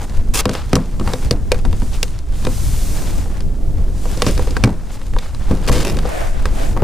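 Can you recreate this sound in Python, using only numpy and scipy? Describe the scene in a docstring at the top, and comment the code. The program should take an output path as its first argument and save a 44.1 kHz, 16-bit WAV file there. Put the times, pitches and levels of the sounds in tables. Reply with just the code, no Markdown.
"""Gloved hands part a plastic elbow from a length of gutter and refit it on a big water tank outdoors.
From the start, noise bands for wind rumble and buffet, and for glove and sleeve rubbing close to the microphone;
light finger touches join in. From 0.3 s a joint rasps: stick-slip noise bursts that also ring the wall and bore.
From 0.5 s knocks: noise ticks, decaying modes of clacking wall, hollow bore and booming tank, plus shudder.
From 3 s, louder after 6 s, cloth drags on the microphone's case: dull noise largely opposed left to right."""
import sys
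import numpy as np
from scipy import signal
from scipy.fft import rfft, irfft, next_fast_len
from scipy.io import wavfile
from scipy.ndimage import uniform_filter1d

SR = 44100
rng = np.random.default_rng(int(sys.argv[2]) if len(sys.argv) > 2 else 0)


def file_out(sig):
    """Save sig as 16-bit WAV at sys.argv[1]."""
    # one column per channel
    cols = np.atleast_2d(sig).T
    # limit, then scale
    lim = np.clip(cols, -1, 1)
    pcm = np.round(lim * 32767).astype(np.int16)
    wavfile.write(sys.argv[1], SR, pcm)


N = 301203


def from_db(db):
    """Decibels to amplitude gain."""
    return 10 ** (np.asarray(db) / 20)


def rms_one(x):
    """Scale to unit power."""
    return x / np.sqrt(np.mean(x ** 2) + 1e-20)


def steady(x, span_s):
    """Divide out the slow level swings of a noise, so that its level follows its driving force."""
    power = uniform_filter1d(np.mean(x ** 2, axis=0), max(2, int(span_s * SR)))
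    return x / np.sqrt(power + 1e-6)


def attack_one(x, span_s):
    """Unit power over the first moments of a blow."""
    x = rms_one(x)
    return x / np.sqrt(np.mean(x[:, :int(span_s * SR)] ** 2))


def in_time(rows):
    """Interpolate each column of a time curve to every sample."""
    s, *columns = np.transpose(rows)
    t = np.arange(N) / SR
    return [np.interp(t, s, column) for column in columns]


def at_hz(points, hz):
    """Read a spectrum on a log-frequency axis."""
    f, value = np.transpose(points)
    return np.interp(np.log(hz + 1e-3), np.log(f), value)


def add(out, sound, start_s):
    """Mix a sound in from start_s."""
    at = max(0, round(start_s * SR))
    out[:, at:at + sound.shape[1]] += sound[:, :max(0, N - at)]


def swell(middle_s, length_s, flatness=2):
    """Amplitude of a movement that gathers speed and slows again; flatness 2 is a bell, more a plateau."""
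    offset = 2 * (np.arange(N) / SR - middle_s) / length_s
    return np.exp(-np.minimum(np.abs(offset) ** flatness / 2, 20))


def movements(rows, flatness=2):
    """Summed power over time of movements: middle_s, length_s, level_db."""
    return sum(from_db(db) ** 2 * swell(s, length, flatness) ** 2 for s, length, db in rows)


def flutter(knots_per_s, size):
    """Unit-power random wobble, linear between random knots."""
    knots = rng.standard_normal(size // 16 + 2)
    return rms_one(np.interp(np.arange(size) * knots_per_s / SR, np.arange(len(knots)), knots))


# gutter resonances that colour the rubbing: pitch_hz, width_hz, level_db
HOLLOW = [(470, 210, 2.5), (830, 56, -7), (1020, 40, -11), (1720, 190, -19), (2140, 130, -14),
          (2660, 130, -17), (3760, 170, -31), (4530, 140, -23)]
# left-right correlation of airborne sounds and sleeve: freq_hz, likeness (1 = same)
AIR_LIKENESS = [(100, 1), (500, 1), (2000, 1), (3500, 1), (5500, 0.79), (9000, 0.52), (15000, 0.093)]


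def coloured(drive, spectrum, tilt_db=0, hollow=False, likeness=AIR_LIKENESS):
    """Filter two unrelated drives to a stereo spectrum of unit power, optionally through the gutter."""
    size = drive.shape[1]
    padded = next_fast_len(size)
    hz = np.arange(padded // 2 + 1) * SR / padded
    mid, side = rfft(drive, padded)
    alike = np.clip(at_hz(likeness, hz), -.995, .995)
    octaves = np.log2((hz + 20) / 2000)
    colour = from_db(at_hz(spectrum, hz) + tilt_db * octaves) * hz / (hz + 2)
    if hollow:
        resonances = sum(from_db(db) / (1 + 2j * (hz - f) / width) for f, width, db in HOLLOW)
        colour = colour * (1 + resonances)
    pair = np.sqrt(1 + alike) * mid + np.sqrt(1 - alike) * side * [[1], [-1]]
    return rms_one(irfft(pair * colour, padded)[:, :size])


def noise(spectrum, size, grain_db=0, hollow=False, likeness=AIR_LIKENESS):
    """Friction or air noise made of grains of uneven size."""
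    grain_sizes = from_db(grain_db * np.clip(flutter(2500, size), -3, 3))
    grains = rng.standard_normal((2, size)) * grain_sizes
    return coloured(grains, spectrum, hollow=hollow, likeness=likeness)


# wind levels before puffs and lumps: time_s, gust_db, buffet_db
WIND = [(0, -17.5, -31.5), (0.6, -19, -35.5), (1.1, -18.5, -30), (1.4, -17, -32.5), (1.65, -14, -32.5),
        (2.15, -19.5, -38), (2.45, -14.5, -32), (3.1, -14, -28.5), (3.55, -16.5, -31), (4.55, -15.5, -30.5),
        (4.85, -21.5, -36), (5.35, -18, -38.5), (5.55, -14.5, -28.5), (5.95, -15, -21.5),
        (6.22, -17, -39.5), (6.6, -15, -29.5), (6.82, -13.5, -25.5)]
# short puffs: middle_s, rise_db
PUFFS = [(0.189, 13), (0.3, 8), (1.07, 7.5), (1.25, 8.5), (1.69, 6.5), (3.81, 7), (5.16, 10), (5.51, 3),
         (5.73, 5), (6.53, 6.5)]
# relative spectra: freq_hz, density_db_per_hz
GUST = [(14, 2.5), (22, 7.5), (32, 0.5), (45, -3), (65, -6), (95, -11.5), (130, -22), (220, -30),
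        (500, -79)]
BUFFET = [(60, -16.5), (100, 1.5), (130, 1), (190, -3.5), (280, -6), (400, -12), (500, -16), (700, -20),
          (1400, -46.5)]
# correlation of the two microphone ports in wind: freq_hz, likeness
PORT_LIKENESS = [(25, 0.91), (80, 0.54), (180, 0.69), (400, 0.87), (1000, 0.76)]
PUFF_S, BUFFET_SURGE_SHARE = 0.037, 0.43


def wind(lump_knots_per_s=16, lumps_db=2):
    """Slow eddies push on the microphone ports in lumps and puffs; smaller ones flutter above them."""
    gust_db, buffet_db = in_time(WIND)
    puffs_db = sum(db * swell(s, PUFF_S) for s, db in PUFFS)
    surge_db = puffs_db + lumps_db * flutter(lump_knots_per_s, N)
    deep = steady(noise(GUST, N, likeness=PORT_LIKENESS), span_s=0.0714)
    upper = steady(noise(BUFFET, N, likeness=PORT_LIKENESS), span_s=0.1)
    rumble = from_db(gust_db + surge_db) * deep
    return rumble + from_db(buffet_db + BUFFET_SURGE_SHARE * surge_db) * upper


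# hands shift their grip, before trims: middle_s, length_s, glove_db, slide_db
GRIPS = [(0.019, 0.046, -31.5, -42.5), (0.16, .07, -37.5, -46), (0.403, 0.042, -31, -36),
         (0.554, .08, -31, -36.5), (0.68, 0.27, -41, -45.5), (1.115, 0.079, -30.5, -41),
         (1.253, .06, -36.5, -41), (1.553, 0.064, -36, -44.5), (1.736, 0.14, -53, -50),
         (1.95, 0.038, -39, -37), (2.165, 0.059, -47, -47.5), (2.393, 0.14, -44, -47),
         (2.993, 0.069, -34, -42), (3.085, .05, -36.5, -38), (3.19, 0.072, -43, -50),
         (3.37, 0.055, -40, -51), (3.8, 0.096, -45, -53.5), (4.112, .08, -36, -40.5),
         (4.224, .05, -33, -43), (4.29, 0.11, -39, -34.5), (4.48, 0.29, -41.5, -44.5),
         (4.696, 0.28, -44.5, -58), (4.928, 0.07, -40.5, -47), (5.06, 0.036, -60, -49),
         (5.24, 0.064, -35.5, -41), (5.43, 0.058, -41, -47.5), (5.515, 0.078, -36.5, -43),
         (5.782, .24, -31.5, -38), (6.113, 0.19, -33, -42), (6.24, 0.072, -30, -45),
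         (6.53, 0.32, -37.5, -45.5), (6.63, 0.055, -36, -36.5), (6.806, 0.091, -35.5, -60.5)]
# arm reaches, sleeve swishes: middle_s, length_s, sleeve_db
REACHES = [(0.04, 0.025, -41.5), (1.15, 0.23, -41.5), (1.94, 0.34, -43.5), (2.45, 0.2, -41),
           (2.6, 0.19, -35.5), (2.84, 0.38, -34), (3.12, 0.24, -39.5), (4.24, 0.5, -40), (4.94, .05, -43.5),
           (6.19, 0.23, -41.5), (6.63, 0.2, -40.5)]
# faint rustle of holding hands, less in pauses, added to the REST levels: time_s, change_db
FIDGET = [(0, 4.5), (0.3, -1), (0.7, 2), (1.42, 0), (2.05, 2.5), (2.25, -3.5), (2.6, -5), (3.3, 5.5),
          (3.5, -2.5), (3.9, -0.5), (4.4, 5.5), (4.77, -0.5), (5.4, 3), (6.35, 4), (6.82, -3.5)]
REACH_FLATNESS = 4.4
REACH_GLOVE_DB, REACH_SLIDE_DB = -9.5, -11  # drag on the gutter, relative to the sleeve
KNIT_HISS_DB = -5.5  # relative to the sliding
REST_GLOVE_DB, REST_SLIDE_DB, REST_SLEEVE_DB = -47, -55.5, -51.5


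def friction_levels():
    """Levels in dB of glove, sliding plastic and sleeve: powers of grips, reaches and resting hands add."""
    grip_glove = movements([(s, length, db) for s, length, db, _ in GRIPS])
    grip_slide = movements([(s, length, db) for s, length, _, db in GRIPS])
    arm = movements(REACHES, REACH_FLATNESS)
    fidget_db, = in_time(FIDGET)
    glove = grip_glove + arm * from_db(REACH_GLOVE_DB) ** 2 + from_db(fidget_db + REST_GLOVE_DB) ** 2
    slide = grip_slide + arm * from_db(REACH_SLIDE_DB) ** 2 + from_db(fidget_db + REST_SLIDE_DB) ** 2
    sleeve = arm + grip_slide * from_db(KNIT_HISS_DB) ** 2 + from_db(fidget_db + REST_SLEEVE_DB) ** 2
    return 10 * np.log10([glove, slide, sleeve])


# rasp of grit and joint, relative: freq_hz, density_db_per_hz
RASP = [(120, -36), (280, 1), (400, 3), (600, -19.5), (1200, -9.5), (2300, -4), (4000, -8.5), (6500, -2.5),
        (9500, -4.5), (12000, -9.5), (15500, -13)]


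def grit(specks_per_s=45, size_db=5):
    """Specks of dirt catch under the gloves: sparse random impulses tick through the gutter."""
    caught = rng.random(N) < specks_per_s / SR
    sizes = from_db(size_db * np.minimum(rng.exponential(1, N), 2))
    ticks = caught * sizes * rng.choice([-1, 1], (2, N))
    return coloured(ticks, RASP, tilt_db=-0.5, hollow=True)


# relative spectra of glove, sliding plastic, sleeve and its fibres' fizz: freq_hz, density_db_per_hz
GLOVE = [(250, -38), (450, -3.5), (800, 1), (1300, -1), (2100, -7), (3200, -21), (6000, -28)]
SLIDE = [(1400, -18), (2400, -1.5), (3300, -1), (5200, -3.5), (7000, -15), (12000, -38)]
SLEEVE = [(3000, -12.5), (5000, -8), (6800, -5), (9300, -6.5), (11500, -16.5), (15500, -18.5)]
FIZZ = [(7000, -25), (10000, -1), (12500, -1), (15500, -7)]
GLOVE_TRIM_DB, SLIDE_TRIM_DB = -1.5, -1


def rubbing(catch_db=2.0, grit_db=-3, fizz_db=-7, brisk_db=-37, fizz_growth=1.55):
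    """Gloves and plastic drag with small catches; fizz outgrows the swish, so louder moves are brighter."""
    glove_db, slide_db, sleeve_db = friction_levels()
    catches = from_db(catch_db * flutter(140, N))
    knit = noise(GLOVE, N, grain_db=3.0, hollow=True)
    sliding = noise(SLIDE, N, grain_db=1.5, hollow=True) + from_db(grit_db) * grit()
    on_gutter = from_db(glove_db + GLOVE_TRIM_DB) * knit + from_db(slide_db + SLIDE_TRIM_DB) * sliding
    swish = from_db(sleeve_db) * noise(SLEEVE, N, grain_db=-0.5)
    # at brisk_db the fizz lies fizz_db below the sleeve
    fizz_level_db = brisk_db + fizz_db + fizz_growth * (sleeve_db - brisk_db)
    fizz = from_db(fizz_level_db) * noise(FIZZ, N)
    return on_gutter * catches + swish + fizz


def struck(modes, t, rise_s, scatter_db, spread, shade_db=0):
    """Decaying modes of one blow; level, sign and pitch vary a little, high modes differ more by ear."""
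    hz, db, t60_s = np.transpose(modes)[:, :, None]
    strength, grip, sign, lean, turn = rng.standard_normal((5, len(modes), 1))
    level_db = db + shade_db + scatter_db * strength
    fading = np.sign(sign) * from_db(level_db - 60 * t / t60_s)
    phase = 2 * np.pi * hz * (1 + 0.013 * grip) * t
    apart = spread * (1 + (hz / 2500) ** 2)
    ears = []
    for ear in (1, -1):
        gain = fading * (1 + ear * apart * lean)
        ears.append(np.sum(gain * np.sin(phase + ear * apart * turn), axis=0))
    return np.array(ears) * (1 - np.exp(-t / rise_s))


# blows, levels before trims: start_s, tank_db, bore_db, wall_db, favoured_wall_hz, hardness_db_per_octave
KNOCKS = [(0.455, -15.5, -15.5, -18, 1130, -2), (0.4927, -20.5, -20, -23.5, 1150, -0.5),
          (0.5124, -27, -26, -35, 3600, -4), (0.551, -33, -25, -27.5, 3180, -3),
          (0.7307, -10, -16.5, -18.5, 1220, -1), (0.7546, -17.5, -29.5, -19, 5440, 1.5),
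          (0.765, -15.5, -19, -21, 1200, -7), (0.9968, -24.5, -34, -30, 1093, -2.5),
          (1.011, -23, -31.5, -30, 1250, -10), (1.0754, -22, -26, -22, 1300, -6),
          (1.1348, -24, -19, -23, 3770, -2.5), (1.3094, -15, -16.5, -17, 4480, 1.5),
          (1.5181, -31, -10, -14, 2500, -1), (1.6507, -19.5, -32, -25.5, 980, -5.5),
          (1.7281, -25, -32.5, -30.5, 900, -3.5), (1.8191, -22, -51, -31.5, 940, -7),
          (2.0294, -38, -25.5, -18, 2800, 3.5), (2.189, -49, -58, -44.5, 4300, 6.5),
          (2.45, -23, -40, -27, 1100, 0), (2.468, -19, -17.5, -24.5, 2480, -4),
          (3.2578, -37, -39, -36, 830, -7), (3.405, -42, -56, -37, 5030, 2.5),
          (4.0549, -36, -28.5, -31.5, 900, -11), (4.173, -27, -28.5, -38.5, 5810, 7),
          (4.22, -23, -17, -13, 1110, -1), (4.265, -16.5, -21, -21, 5400, -2.5),
          (4.291, -23, -23, -36, 5930, -2), (4.377, -29, -32, -28, 5700, 0),
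          (4.394, -26, -19, -26, 810, -7), (4.4722, -33, -23, -31.5, 890, -3),
          (4.5071, -31, -33, -34, 4890, 2), (4.5671, -24.5, -24.5, -18.5, 1570, -5),
          (4.6378, -7.5, -15, -13.5, 2140, -1.5), (4.675, -26, -22, -29, 815, -7.5),
          (4.692, -24, -36, -33, 900, -6), (5.015, -54, -48, -40, 3570, -3),
          (5.136, -41, -36, -36, 1710, -4), (5.1635, -44, -25.5, -23.5, 890, -13),
          (5.1862, -46, -50, -28, 3600, -1), (5.347, -34, -49, -35.5, 3950, -2),
          (5.511, -11.5, -22.5, -28.5, 880, -3), (5.6759, -50, -33, -26, 3370, 1),
          (5.687, -33, -24, -21, 2750, -4), (5.695, -17, -18, -20, 1100, -14),
          (5.969, -52, -27.5, -31, 1460, -1), (5.988, -47, -45, -27.5, 3700, -2.5),
          (6.0528, -36, -20, -26, 1130, -17), (6.4549, -56, -24.5, -21, 1500, -3.5),
          (6.765, -27, -24, -28, 1040, -9.5), (6.773, -37, -37, -23.5, 1020, -9.5),
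          (6.821, -10, -17, -24.5, 810, -10)]
FIRM_BORE_DB = -18.5  # louder bore: firm, rebounds once
REBOUND_S, REBOUND_SPREAD = .023, .25  # spread: share of the delay, either way
REBOUND_LOSS_DB, REBOUND_DULLING_DB_PER_OCTAVE = 18, 3
# light finger touches, in KNOCKS terms
TOUCHES_PER_S, TOUCH_SCATTER_DB = 2.5, 5
TOUCH_TANK_DB, TOUCH_BORE_DB, TOUCH_WALL_DB = -40.5, -46, -45.5
TOUCH_CENTRE_HZ, TOUCH_HARDNESS_DB_PER_OCTAVE = 3600, 1.5  # note within an octave either way


def contacts(count=24):
    """The knocks, one weaker and duller rebound of each firm one, and light touches at uneven intervals."""
    delays_s = REBOUND_S * (1 + REBOUND_SPREAD * rng.uniform(-1, 1, len(KNOCKS)))
    rebounds = []
    for (s, tank, bore, wall, hz, hardness), delay_s in zip(KNOCKS, delays_s):
        if bore > FIRM_BORE_DB:
            levels_db = [db - REBOUND_LOSS_DB for db in (tank, bore, wall)]
            rebounds.append((s + delay_s, *levels_db, hz, hardness - REBOUND_DULLING_DB_PER_OCTAVE))
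    touches = []
    for k, (when, force, spot) in enumerate(rng.uniform(-1, 1, size=(count, 3))):
        start_s = (k + .5 + when / 2) / TOUCHES_PER_S
        wall_db = TOUCH_WALL_DB + TOUCH_SCATTER_DB * force
        note_hz = TOUCH_CENTRE_HZ * 2 ** spot
        touches.append((start_s, TOUCH_TANK_DB, TOUCH_BORE_DB, wall_db, note_hz,
                        TOUCH_HARDNESS_DB_PER_OCTAVE))
    return KNOCKS + rebounds + touches


# modes of wall bending, bore air column and tank top, nominal: pitch_hz, level_db, t60_s
WALL = [(776, -4.5, 0.052), (952, -2.5, 0.039), (1117, 4, 0.02), (1300, -0.5, 0.024), (1587, 0.5, 0.024),
        (1820, 3.5, 0.013), (1973, -9, 0.052), (2220, -5, 0.04), (2480, 1, 0.023), (2800, 0.5, 0.026),
        (3153, 1, 0.018), (3603, 0.5, 0.022), (3910, -1, 0.024), (4330, 3.5, 0.015), (4770, 3.5, 0.016),
        (5160, -5, 0.03), (5500, -10, 0.0069), (5630, 7.5, 0.0073), (6940, -11.5, 0.015)]
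BORE = [(425, 6, 0.041), (500, 3, 0.12), (576, -1.5, 0.055), (660, -9.5, 0.068)]
TANK = [(79, 4, 0.081), (122.8, 4, 0.18), (166.6, -7.5, 0.29), (203.4, 0.5, 0.2), (256.8, -2, 0.21),
        (298.5, -5.5, 0.14), (354.6, -5, 0.16)]
# relative spectra of edge tick and the tank's many faint modes: freq_hz, density_db_per_hz
TICK = [(500, -7.5), (2000, -5), (4500, 1), (6500, 1.5), (9000, 1.5), (11500, -8), (15500, -13)]
SHUDDER = [(50, 3), (100, 8.5), (200, 5.5), (400, -1.5), (700, -9), (1200, -15), (2500, -30), (5000, -81)]
TICK_DB, TICK_DB_PER_HARDNESS = -10.5, 1.3  # relative to the clack
TANK_TRIM_DB, WALL_TRIM_DB = -1, -0.8


def knocks(tick_s=0.0013, touch_s=0.00075, tail_s=.015, tail=0.036, bounce_s=0.0024, bounce=0.22,
           shudder_s=0.042, shudder_db=-7, favour_db=8, favour_octaves=0.17):
    """Each contact: an edge tick, the clack of the wall, the bore's note and the tank's boom."""
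    out, t = np.zeros((2, N)), np.arange(SR // 4) / SR
    wall_hz = np.array(WALL)[:, :1]
    touch = (1 - np.exp(-t / touch_s)) * (np.exp(-t / tick_s) + tail * np.exp(-t / tail_s))
    shudder_shape = (1 - np.exp(-t / 0.00067)) * np.exp(-t / shudder_s)
    for start_s, tank_db, bore_db, wall_db, note_hz, hardness in contacts():
        # hard contact lifts high modes; the spot hit favours modes near one note
        octaves = np.log2(wall_hz / note_hz)
        shade_db = hardness * octaves + favour_db * np.exp(-(octaves / favour_octaves) ** 2)
        wall = struck(WALL, t, rise_s=0.00029, scatter_db=2.5, spread=0.041, shade_db=shade_db)
        clack = attack_one(wall, 0.011)
        # the springy rim touches again within about 5 ms
        again = np.interp(t - bounce_s * rng.uniform(0.17, 2.1), t, touch)
        contact = touch + bounce * again
        edge = attack_one(noise(TICK, len(t), grain_db=6.5) * contact, 0.032)
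        note = attack_one(struck(BORE, t, rise_s=0.00017, scatter_db=2.0, spread=0.012), 0.0086)
        shudder = attack_one(noise(SHUDDER, len(t)) * shudder_shape, 0.036)
        panel = attack_one(struck(TANK, t, rise_s=0.0004, scatter_db=1.5, spread=0.0073), 0.032)
        boom = panel + from_db(shudder_db) * shudder
        edge_db = wall_db + TICK_DB + TICK_DB_PER_HARDNESS * hardness
        plastic = from_db(wall_db + WALL_TRIM_DB) * clack + from_db(edge_db) * edge
        plastic += from_db(bore_db) * note
        add(out, plastic + from_db(tank_db + TANK_TRIM_DB) * boom, start_s)
    return out


# joint strokes: start_s, end_s, level_db, level_change_db, brightness_db_per_octave, slip_scatter_db
SCRAPES = [(0.336, 0.412, -17.5, 0, 1, 3.5), (4.263, 4.36, -32, -35, -3, 5.5),
           (5.678, 5.705, -21.5, -1, -1.9, 17), (5.714, 5.836, -21.5, -5, -2.5, 3),
           (5.846, 5.926, -23.5, -4, -2.4, 8)]


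def scrapes(slips_per_s=400, slip_s=0.0039, edge_s=0.0032, drag=0.62, ring_db=-5, bore_db=-13,
            bore_growth=4):
    """The tight joint sticks and slips: each jerk is a burst of rasp that also rings wall and bore."""
    out, t = np.zeros((2, N)), np.arange(SR // 4) / SR
    for start_s, end_s, level_db, change_db, bright, slip_db in SCRAPES:
        size = int(np.clip((end_s - start_s) * SR, 256, len(t)))
        # a slip at every whole step of unevenly paced travel
        travel = np.cumsum(slips_per_s / SR * from_db(5 * flutter(600, len(t))))
        slip_sizes = from_db(slip_db * np.clip(rng.standard_normal(len(t)), -2, 2))
        slips = np.diff(np.floor(travel), prepend=-1) * slip_sizes
        friction = drag + signal.lfilter([1], [1, -np.exp(-1 / (slip_s * SR))], slips)
        grains = rng.standard_normal((2, len(t))) * friction
        rasp = steady(coloured(grains, RASP, tilt_db=bright, hollow=True), span_s=0.032)
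        wall = struck(WALL, t, rise_s=.0003, scatter_db=2, spread=.05)
        ringing = signal.fftconvolve(wall, slips[None, :], axes=1)
        bore = struck(BORE, t, rise_s=0.0021, scatter_db=9.0, spread=.02)
        hoot = signal.fftconvolve(bore, slips[None, :], axes=1)
        # a duller stroke sounds the bore more
        hoot_db = bore_db - bore_growth * bright
        body = from_db(ring_db) * rms_one(ringing[:, :size]) + from_db(hoot_db) * rms_one(hoot[:, :size])
        stroke_db = level_db + change_db * np.linspace(-.5, .5, size)
        stroke = signal.windows.tukey(size, 2 * edge_s * SR / size) * from_db(stroke_db)
        add(out, rms_one(rms_one(rasp[:, :size]) + body) * stroke, start_s)
    return out


# cloth drags on the microphone's case: middle_s, length_s, level_db
BRUSHES = [(3.04, 0.27, -38), (3.36, 0.065, -36.5), (4.1, 0.12, -40), (6.18, 0.15, -23),
           (6.37, 0.069, -31.5), (6.62, 0.088, -24.5), (6.82, 0.08, -38)]
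# relative spectrum of the dull rustle: freq_hz, density_db_per_hz
CASE = [(200, -22), (330, 1.5), (440, -3.5), (560, 1), (680, -0.5), (770, -4), (880, -4.5), (1080, -13.5),
        (1600, -11.5), (2500, -17), (4000, -26.5), (8000, -54)]
# port correlation, negative = opposed, limited in use: freq_hz, likeness
CASE_LIKENESS = [(300, -0.83), (550, -0.56), (680, 0.47), (880, -1.36), (1500, -0.23), (3000, 0.49)]


def brushing():
    """Cloth on the case shakes the two microphone ports, in opposite directions over much of the band."""
    rustle = noise(CASE, N, grain_db=0.5, likeness=CASE_LIKENESS)
    return np.sqrt(movements(BRUSHES)) * rustle


def scene():
    """Handling slightly to the left, with cloth and wind at the microphone."""
    handling = knocks() + scrapes() + rubbing()
    return handling * from_db([[.4], [-.4]]) + brushing() + wind()


def record(dry, top=0.9, cutoff_hz=15350):
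    """Flatten the loudest peaks and cut the top of the treble."""
    limited = dry / (1 + (dry / top) ** 8) ** (1 / 8)
    return signal.sosfilt(signal.ellip(10, .1, 90, cutoff_hz, fs=SR, output="sos"), limited)


dry = scene()
out = record(dry)
file_out(out)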